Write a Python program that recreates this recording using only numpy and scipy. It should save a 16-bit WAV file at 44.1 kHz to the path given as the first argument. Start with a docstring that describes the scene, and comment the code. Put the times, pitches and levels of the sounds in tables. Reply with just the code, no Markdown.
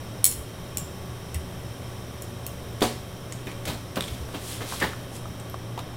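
"""Fish scraps for the dog

A small bare room with a hard floor and a short echo, heard from one microphone on the table.
A fan hums throughout. Close by, metal tongs click at a bowl of fish and the table is bumped.
A dog pads up over the floor, claws ticking; fur and a sleeve rustle, and the dog sniffs
at a plate while wet scraps squelch on it."""
import sys
import numpy as np
from scipy import signal
from scipy.fft import rfft, irfft, next_fast_len
from scipy.io import wavfile
from scipy.ndimage import uniform_filter1d

SR = 44100
rng = np.random.default_rng(int(sys.argv[2]) if len(sys.argv) > 2 else 0)


def dump(signal):
    """Clip the signal to [-1, 1] and save it as 16-bit WAV at the path in sys.argv[1]."""
    limited = np.clip(np.atleast_2d(signal).T, -1, 1)
    pcm = np.round(limited * 32767).astype(np.int16)
    wavfile.write(sys.argv[1], SR, pcm)


N = 262836
T = np.arange(N) / SR
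HIT_T = T[:SR // 3]  # time within one short sound


def undb(db):
    """Decibels to gain."""
    return 10 ** (np.asarray(db) / 20)


def unit(x):
    """Scale to rms 1."""
    return x / np.sqrt(np.mean(x ** 2))


def along(points, hz):
    """Read (f/Hz, value) points on a log-frequency axis."""
    f, value = np.transpose(points)
    return np.interp(np.log(hz + 1), np.log(f), value)


def colour(x, points, peaks=()):
    """Causal filter of unit power gain from a spectrum and (f/Hz, width/Hz, gain/dB) resonances."""
    size = 2 * next_fast_len(len(x))
    hz = np.arange(size // 2 + 1) * SR / size
    peaks_db = sum(db / (1 + (2 * (hz - f) / width) ** 2) for f, width, db in peaks)
    gain = unit(undb(along(points, hz) + peaks_db))
    cepstrum = irfft(np.log(gain))
    cepstrum[1:size // 2] *= 2  # fold to minimum phase
    cepstrum[size // 2 + 1:] = 0
    return irfft(rfft(x, size) * np.exp(rfft(cepstrum)))[:len(x)]


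def wander(rate_hz):
    """Smooth random drift of rms 1."""
    hold = int(SR / rate_hz)
    stairs = np.repeat(rng.standard_normal(N // hold + 1), hold)
    return unit(uniform_filter1d(uniform_filter1d(stairs, hold), hold)[:N])


def add(track, s, sound):
    """Mix a sound into a track at time s."""
    start = int(s * SR)
    track[start:start + len(sound)] += sound[:N - start]


# The fan's air as it reaches the table: f/Hz, relative level/dB
AIR_SPECTRUM = [(20, -2.5), (50, -10), (70, 4), (100, 2.5), (160, -2.5), (280, -6), (550, -9),
                (1100, -16.5), (1500, -18.5), (2600, -23), (3700, -28), (6800, -33.5), (11000, -33.5),
                (15500, -41.5)]
# Whistling bands of the fan housing: f/Hz, width/Hz, gain/dB
HOUSING_BANDS = [(1123, 62, 6.5), (3170, 206, 9.5), (3770, 390, 7.5), (5327, 153, 13), (5770, 380, 11.5),
                 (8520, 1500, 5.5), (9660, 350, 3.5), (10960, 450, 6), (12000, 420, 10.5), (14800, 500, 11)]
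# Slow shift of the air's treble: t/s, gain/dB
AIR_TREBLE = [(0, 0.5), (3, 1), (5.2, 0.4), (5.96, -2)]
# Motor tones: f/Hz, rms level/dB
MOTOR_TONES = [(118.4, -42.5), (177.6, -52), (376.8, -55), (570.6, -57), (629.8, -63)]
def fan(air_db=-38.5, waver_db=2, waver_hz=2.81):
    """The room tone: steady air through a resonant housing, over a wavering motor hum."""
    air = colour(rng.standard_normal(N), AIR_SPECTRUM, HOUSING_BANDS) * undb(air_db + 0.23 * wander(4))
    treble = signal.sosfiltfilt(signal.butter(2, 5000, "high", fs=SR, output="sos"), air)
    treble_gain = undb(np.interp(T, *np.transpose(AIR_TREBLE)))
    hum = 0
    for hz, db in MOTOR_TONES:
        amplitude = np.sqrt(2) * undb(db + waver_db * wander(9))
        phase = 2 * np.pi * np.cumsum(hz + waver_hz * wander(14)) / SR
        hum += amplitude * np.sin(phase)
    return air + (treble_gain - 1) * treble + hum


def contact(decay, snap):
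    """One sharp impact with a share `snap` of the energy, then micro-impacts that die away."""
    burst = np.sqrt(1 - snap) * rng.choice([-1., 1.], len(HIT_T)) * np.exp(-HIT_T / decay)
    burst[0] = np.sqrt(snap * decay * SR / 2)
    return burst


def ringing(modes, scatter_db, max_t60):
    """Free decay of modes; every blow excites them a little differently."""
    out = 0
    for hz, db, t60 in modes:
        gain = undb(db + scatter_db * rng.standard_normal())
        tone = np.sin(2 * np.pi * hz * HIT_T + rng.uniform(0, 2 * np.pi))
        out += gain * tone * np.exp(-np.log(1000) * HIT_T / min(t60, max_t60))
    return out


# The crack of steel on steel: f/Hz, relative level/dB
CRACK_SPECTRUM = [(300, -28), (1650, -21.5), (2100, -8), (3500, -8.5), (5000, -15), (7000, -2.5),
                  (10000, -1), (12500, -1.5), (15500, -11.5)]
# Quickly damped resonances of the arms: f/Hz, width/Hz, gain/dB
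ARM_BANDS = [(2290, 230, 3.5), (3200, 220, 5), (4270, 180, 15.5), (5560, 250, 15.5), (6900, 370, 4),
             (8000, 85, 9), (9600, 1000, 5.5), (11520, 480, 7), (13200, 500, 7), (15120, 600, 16.5)]
# Ringing modes of the steel: f/Hz, relative level/dB, t60/s before the cap
STEEL_MODES = [(4050, -10, 0.08), (4980, 0, 0.093), (5350, 0.5, 0.043), (6550, -3, 0.14), (8250, 3.5, 0.13),
               (9157, -23, 0.52), (9717, 3.5, 0.097), (9800, -14, 0.13), (10940, -26, 0.092),
               (11130, -5, 0.14), (12800, -6, 0.094), (13470, -17, 0.19)]
# Clicks at the bowl: t/s, level/dB, ping f/Hz, ping/dB, low clack/dB, first rebound's loss/dB
TONG_CLICKS = [(0.2428, -5.5, 9860, 0, -5.5, 2), (0.3135, -22.5, 15000, -9, 5, 6),
               (0.7718, -17, 7500, -2, 10.5, 8), (1.3444, -25.5, 9570, -3.5, 11, 14),
               (2.2218, -27.5, 11100, -17, -8, 17), (2.4655, -22.5, 8700, -14, 12, 17)]
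def tongs(rebound_s=0.0103, contact_s=0.0015, softening=1.63, arm_split=0.025, ring_db=-28):
    """Near the microphone the arms crack shut and rebound, ping slightly apart and ring on faintly."""
    out = np.zeros(N)
    for s, db, hz, ping_db, clack_db, loss_db in TONG_CLICKS:
        phase = 2 * np.pi * hz * HIT_T
        arms = np.sin((1 + arm_split) * phase) - np.sin((1 - arm_split) * phase)
        bands = ARM_BANDS + [(14000, 3100, -1), (2780, 770, clack_db)]
        for k in range(4):  # the strike, then three ever weaker, softer rebounds
            decay = contact_s * softening ** k
            crack = colour(contact(decay, snap=0.046), CRACK_SPECTRUM, bands)
            ping = undb(-11 if k else ping_db) * arms * np.exp(-HIT_T / decay)
            ring = undb(ring_db) * ringing(STEEL_MODES, scatter_db=2, max_t60=0.15)
            add(out, s + k * rebound_s, undb(db - loss_db * k ** 2) * (crack + ping + ring))
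    return room(out, wet_db=-7.5)


# Echo of the bare room: f/Hz, t60/s
ROOM_DECAY = [(100, 0.23), (500, 0.49), (2000, 0.41), (6000, 0.45), (10000, 0.19), (16000, 0.5)]
def room(x, wet_db, gap_s=0.0063):
    """Direct sound at the microphone, then a diffuse echo whose bands die at their own pace."""
    t = T[:int(0.6 * SR)]
    edges = np.geomspace(60, 17000, 10)
    tail = 0
    for lo, hi in zip(edges, edges[1:]):
        bandpass = signal.butter(3, [lo, hi], "band", fs=SR, output="sos")
        band = signal.sosfilt(bandpass, rng.standard_normal(len(t)))
        tail += band * np.exp(-np.log(1000) * t / along(ROOM_DECAY, np.sqrt(lo * hi)))
    tail *= (t > gap_s) * (1 + 0.8 * np.exp(-t / 0.016))  # the table and near wall answer first
    return x + undb(wet_db) * signal.fftconvolve(x, tail / np.sqrt(np.sum(tail ** 2)))[:N]


# Dull bumps against the table: t/s, peak level/dB, f/Hz
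TABLE_BUMPS = [(.365, -34.5, 62.6), (0.818, -30, 152), (1.349, -22, 78), (4.103, -29, 70.6),
               (4.122, -32, 115), (4.205, -30, 71.6)]
def table_thuds(rise_cycles=1.2, step_db=-17, step_hz=60):
    """Right under the microphone, the table top swings for a few cycles after a bump or a paw step."""
    out = np.zeros(N)
    shakes = [(s, db + step_db, step_hz) for s, db, *_ in PAW_STEPS]
    for s, db, hz in TABLE_BUMPS + shakes:
        rise = rise_cycles / hz
        swing = HIT_T / rise * np.exp(1 - HIT_T / rise)
        add(out, s, undb(db) * swing * np.sin(2 * np.pi * hz * HIT_T))
    return out


# Hard surfaces and grit in contact: f/Hz, relative level/dB
GRIT_SPECTRUM = [(400, -15), (2000, 5), (4000, 2), (6000, -1), (9000, -0.5), (12000, -5), (15500, -11)]
def tick(hz, resonance_db, decay):
    """A hard little contact with one broad resonance."""
    return colour(contact(decay, snap=0.08), GRIT_SPECTRUM, [(hz, 0.34 * hz, resonance_db)])


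# Ticks around the table: t/s, level/dB, f/Hz, resonance/dB, decay/s, number of contacts
HARD_TICKS = [(1.3468, -35.5, 1900, 13, 0.0098, 1), (2.8222, -18, 4400, 13, .0026, 3),
              (2.8284, -26, 8500, 10, .003, 1), (3.3233, -28.5, 7360, 14, 0.0033, 1),
              (3.471, -31.5, 2270, 20, 0.0025, 1), (3.515, -38, 2400, 10, .005, 1),
              (4.0077, -18.5, 3420, 12.5, 0.0018, 3), (4.080, -33, 3200, 13, .006, 1),
              (5.165, -35, 9000, 11, .0023, 1), (5.3987, -39, 8400, 14, .0035, 1),
              (5.498, -37, 12800, 21, .0023, 1), (5.7915, -30.5, 3500, 9, 0.0024, 1)]
def ticks(gap_s=0.016, loss_db=6):
    """Claws, bones and crockery tap once or in a short fading rattle."""
    out = np.zeros(N)
    for s, db, hz, resonance_db, decay, count in HARD_TICKS:
        for k in range(round(count)):
            add(out, s + k * gap_s, undb(db - k * loss_db) * tick(hz, resonance_db, decay))
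    return room(out, wet_db=-7)


def scuff(rise, fall, spread_db, grain_samples):
    """Friction noise in tiny uneven grains, under a force that builds evenly and dies away."""
    n = len(HIT_T)
    force = np.minimum(HIT_T / rise, 1) * np.exp(-np.maximum(HIT_T - rise, 0) / fall)
    sizes = undb(spread_db * rng.standard_normal(n // grain_samples + 1))
    return force * unit(np.repeat(sizes, grain_samples)[:n] * rng.standard_normal(n))


# The slap of a pad: f/Hz, relative level/dB
PAD_SPECTRUM = [(40, -11), (110, -5), (200, 0), (290, 0.5), (600, -5), (1100, -10), (2000, -17.5),
                (3800, -17), (6000, -38.5), (15000, -29)]
# Modes of the floor covering: f/Hz, relative level/dB, t60/s before the cap
FLOOR_RING = [(231.5, -2, 0.44), (351, -4.5, 0.17), (487, -10, 0.43), (738, -6, 0.22), (870, -35, 0.11),
              (1005, -8, 0.096), (1045, -15, 0.22), (1450, -17, 0.18)]
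# Steps, heard from the table: t/s, level/dB, rise/s, fall/s, hollow f/Hz, hollow/dB,
# then, relative to the pad, grit/dB, floor boom/dB, claw/dB
PAW_STEPS = [(2.8167, -16.5, .003, 0.022, 940, 8, -12, -4, -16),
             (3.469, -33, 0.0022, 0.029, 2130, 9, -16, -15, -18),
             (3.663, -28.5, 0.014, 0.044, 420, -2, -5.5, -15.5, -2.5),
             (3.967, -23, 0.0034, 0.02, 1270, 3.5, -25, -15, -8.5),
             (4.335, -31, .012, 0.024, 2940, 5.5, -13, -11, -16),
             (4.604, -32.5, 0.0045, .04, 1810, 8, -12, -17, -14),
             (4.810, -20, 0.017, 0.026, 1900, 15, -17, -28, -9.5)]
def paws(claw_lead_s=0.009):
    """Down on the floor the claws touch first; the pad slaps, booms hollow and drags grit as it slides."""
    out = np.zeros(N)
    for s, db, rise, fall, hz, hollow_db, grit_db, boom_db, claw_db in PAW_STEPS:
        slap = scuff(rise, fall, spread_db=2, grain_samples=40)
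        pad = colour(slap, PAD_SPECTRUM, [(hz, 0.5 * hz, hollow_db)])
        slide = scuff(rise=0.017, fall=0.051, spread_db=3, grain_samples=12)
        grit = colour(slide, GRIT_SPECTRUM, [(4180, 1400, 3.5)])
        boom = np.minimum(HIT_T / rise, 1) * ringing(FLOOR_RING, scatter_db=1.5, max_t60=0.3)
        claw_hz = 11400 * 2 ** (-0.2 * db)  # far above hearing, so the scratch has no pitch
        add(out, s - claw_lead_s, undb(db + claw_db) * tick(claw_hz, resonance_db=15, decay=0.0095))
        add(out, s, undb(db) * (pad + undb(grit_db) * grit + undb(boom_db) * boom))
    return room(out, wet_db=-9.5)


def swell(s, rise, fall):
    """A smooth rise to 1 at time s and a smooth fall."""
    return np.exp(-0.5 * ((T - s) / np.where(T < s, rise, fall)) ** 2)


# Soft hiss of fur, cloth and breath: f/Hz, relative level/dB
HISS_SPECTRUM = [(300, 3), (1200, 1), (3500, 8), (6000, 2.5), (8800, 3.5), (12000, 0), (15500, -6)]
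# The dog and a hand reach the plate: peak t/s, level/dB, rise/s, fall/s
REACHES = [(4.04, -44, .025, 0.11), (4.58, -46, 0.18, 0.28)]
def rustle():
    """Close and dry, fur and a sleeve rub unevenly, swelling with each movement."""
    motion = sum(undb(db) * swell(s, rise, fall) for s, db, rise, fall in REACHES)
    return colour(motion * undb(1.8 * wander(90)) * rng.standard_normal(N), HISS_SPECTRUM)


# Wet fish on the plate, close by: t/s, level/dB, cavity f/Hz, decay/s, crackle/dB, number of pops
FISH_POPS = [(4.289, -29, 596, 0.0016, -3, 1), (4.7235, -27.5, 1210, 0.0054, -1.5, 2),
             (4.9337, -30.5, 1400, 0.0014, 0, 1), (5.2563, -28, 1210, 0.0024, -9, 1),
             (5.5429, -21.5, 1130, 0.0026, -11, 1), (5.777, -33, 950, 0.0072, 4, 3)]
def squelches(glide=0.19, gap_s=0.0125, loss_db=3, scatter_oct=0.117, low_ratio=0.66, low_db=-8):
    """A wet film parts with a crackle; the small cavity behind it rings, rising in pitch as it opens."""
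    out = np.zeros(N)
    for s, db, first_hz, decay, crackle_db, count in FISH_POPS:
        hz = first_hz
        fade = np.exp(-HIT_T / decay)
        for k in range(round(count)):
            phase = 2 * np.pi * np.cumsum(hz * (1 + glide * (0.5 - fade))) / SR
            ring = np.sin(phase) * fade
            low_ring = undb(low_db) * np.sin(low_ratio * phase) * np.exp(-HIT_T / (2 * decay))
            cavity = [(0.24 * hz, -28), (0.57 * hz, -4), (1.3 * hz, 0),
                      (1.52 * hz, -14), (4 * hz, -17), (10 * hz, -32)]
            crackle = undb(crackle_db) * colour(contact(decay, snap=0.12), cavity)
            add(out, s + k * gap_s, undb(db - k * loss_db) * (ring + low_ring + crackle))
            hz = first_hz * 2 ** (scatter_oct * rng.standard_normal())
    return room(out, wet_db=-15)


# The dog's nose at the plate: peak t/s, level/dB, rise/s, fall/s, treble/dB
DOG_SNIFFS = [(4.512, -39.5, 0.071, 0.046, 8), (4.722, -37, 0.039, 0.051, 2),
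              (4.825, -37.5, 0.024, 0.041, -15), (5.16, -45.5, 0.028, 0.014, 12)]
def sniffs():
    """Air hisses through the nostrils in short swells that flutter a little."""
    out = np.zeros(N)
    flutter = undb(0.8 * wander(120))
    for s, db, rise, fall, treble_db in DOG_SNIFFS:
        breath = undb(db) * swell(s, rise, fall) * flutter * rng.standard_normal(N)
        out += colour(breath, HISS_SPECTRUM, [(10000, 11000, treble_db)])
    return room(out, wet_db=-6)


def scene():
    """Everything reaches the one microphone on the table, the same in both channels."""
    mono = fan() + tongs() + table_thuds() + ticks() + paws() + rustle() + squelches() + sniffs()
    return np.array([mono, mono])


def record(dry):
    """The recorder cuts the treble above 15.9 kHz."""
    return signal.sosfilt(signal.ellip(10, 0.2, 80, 15900, fs=SR, output="sos"), dry)


dry = scene()
out = record(dry)
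dump(out)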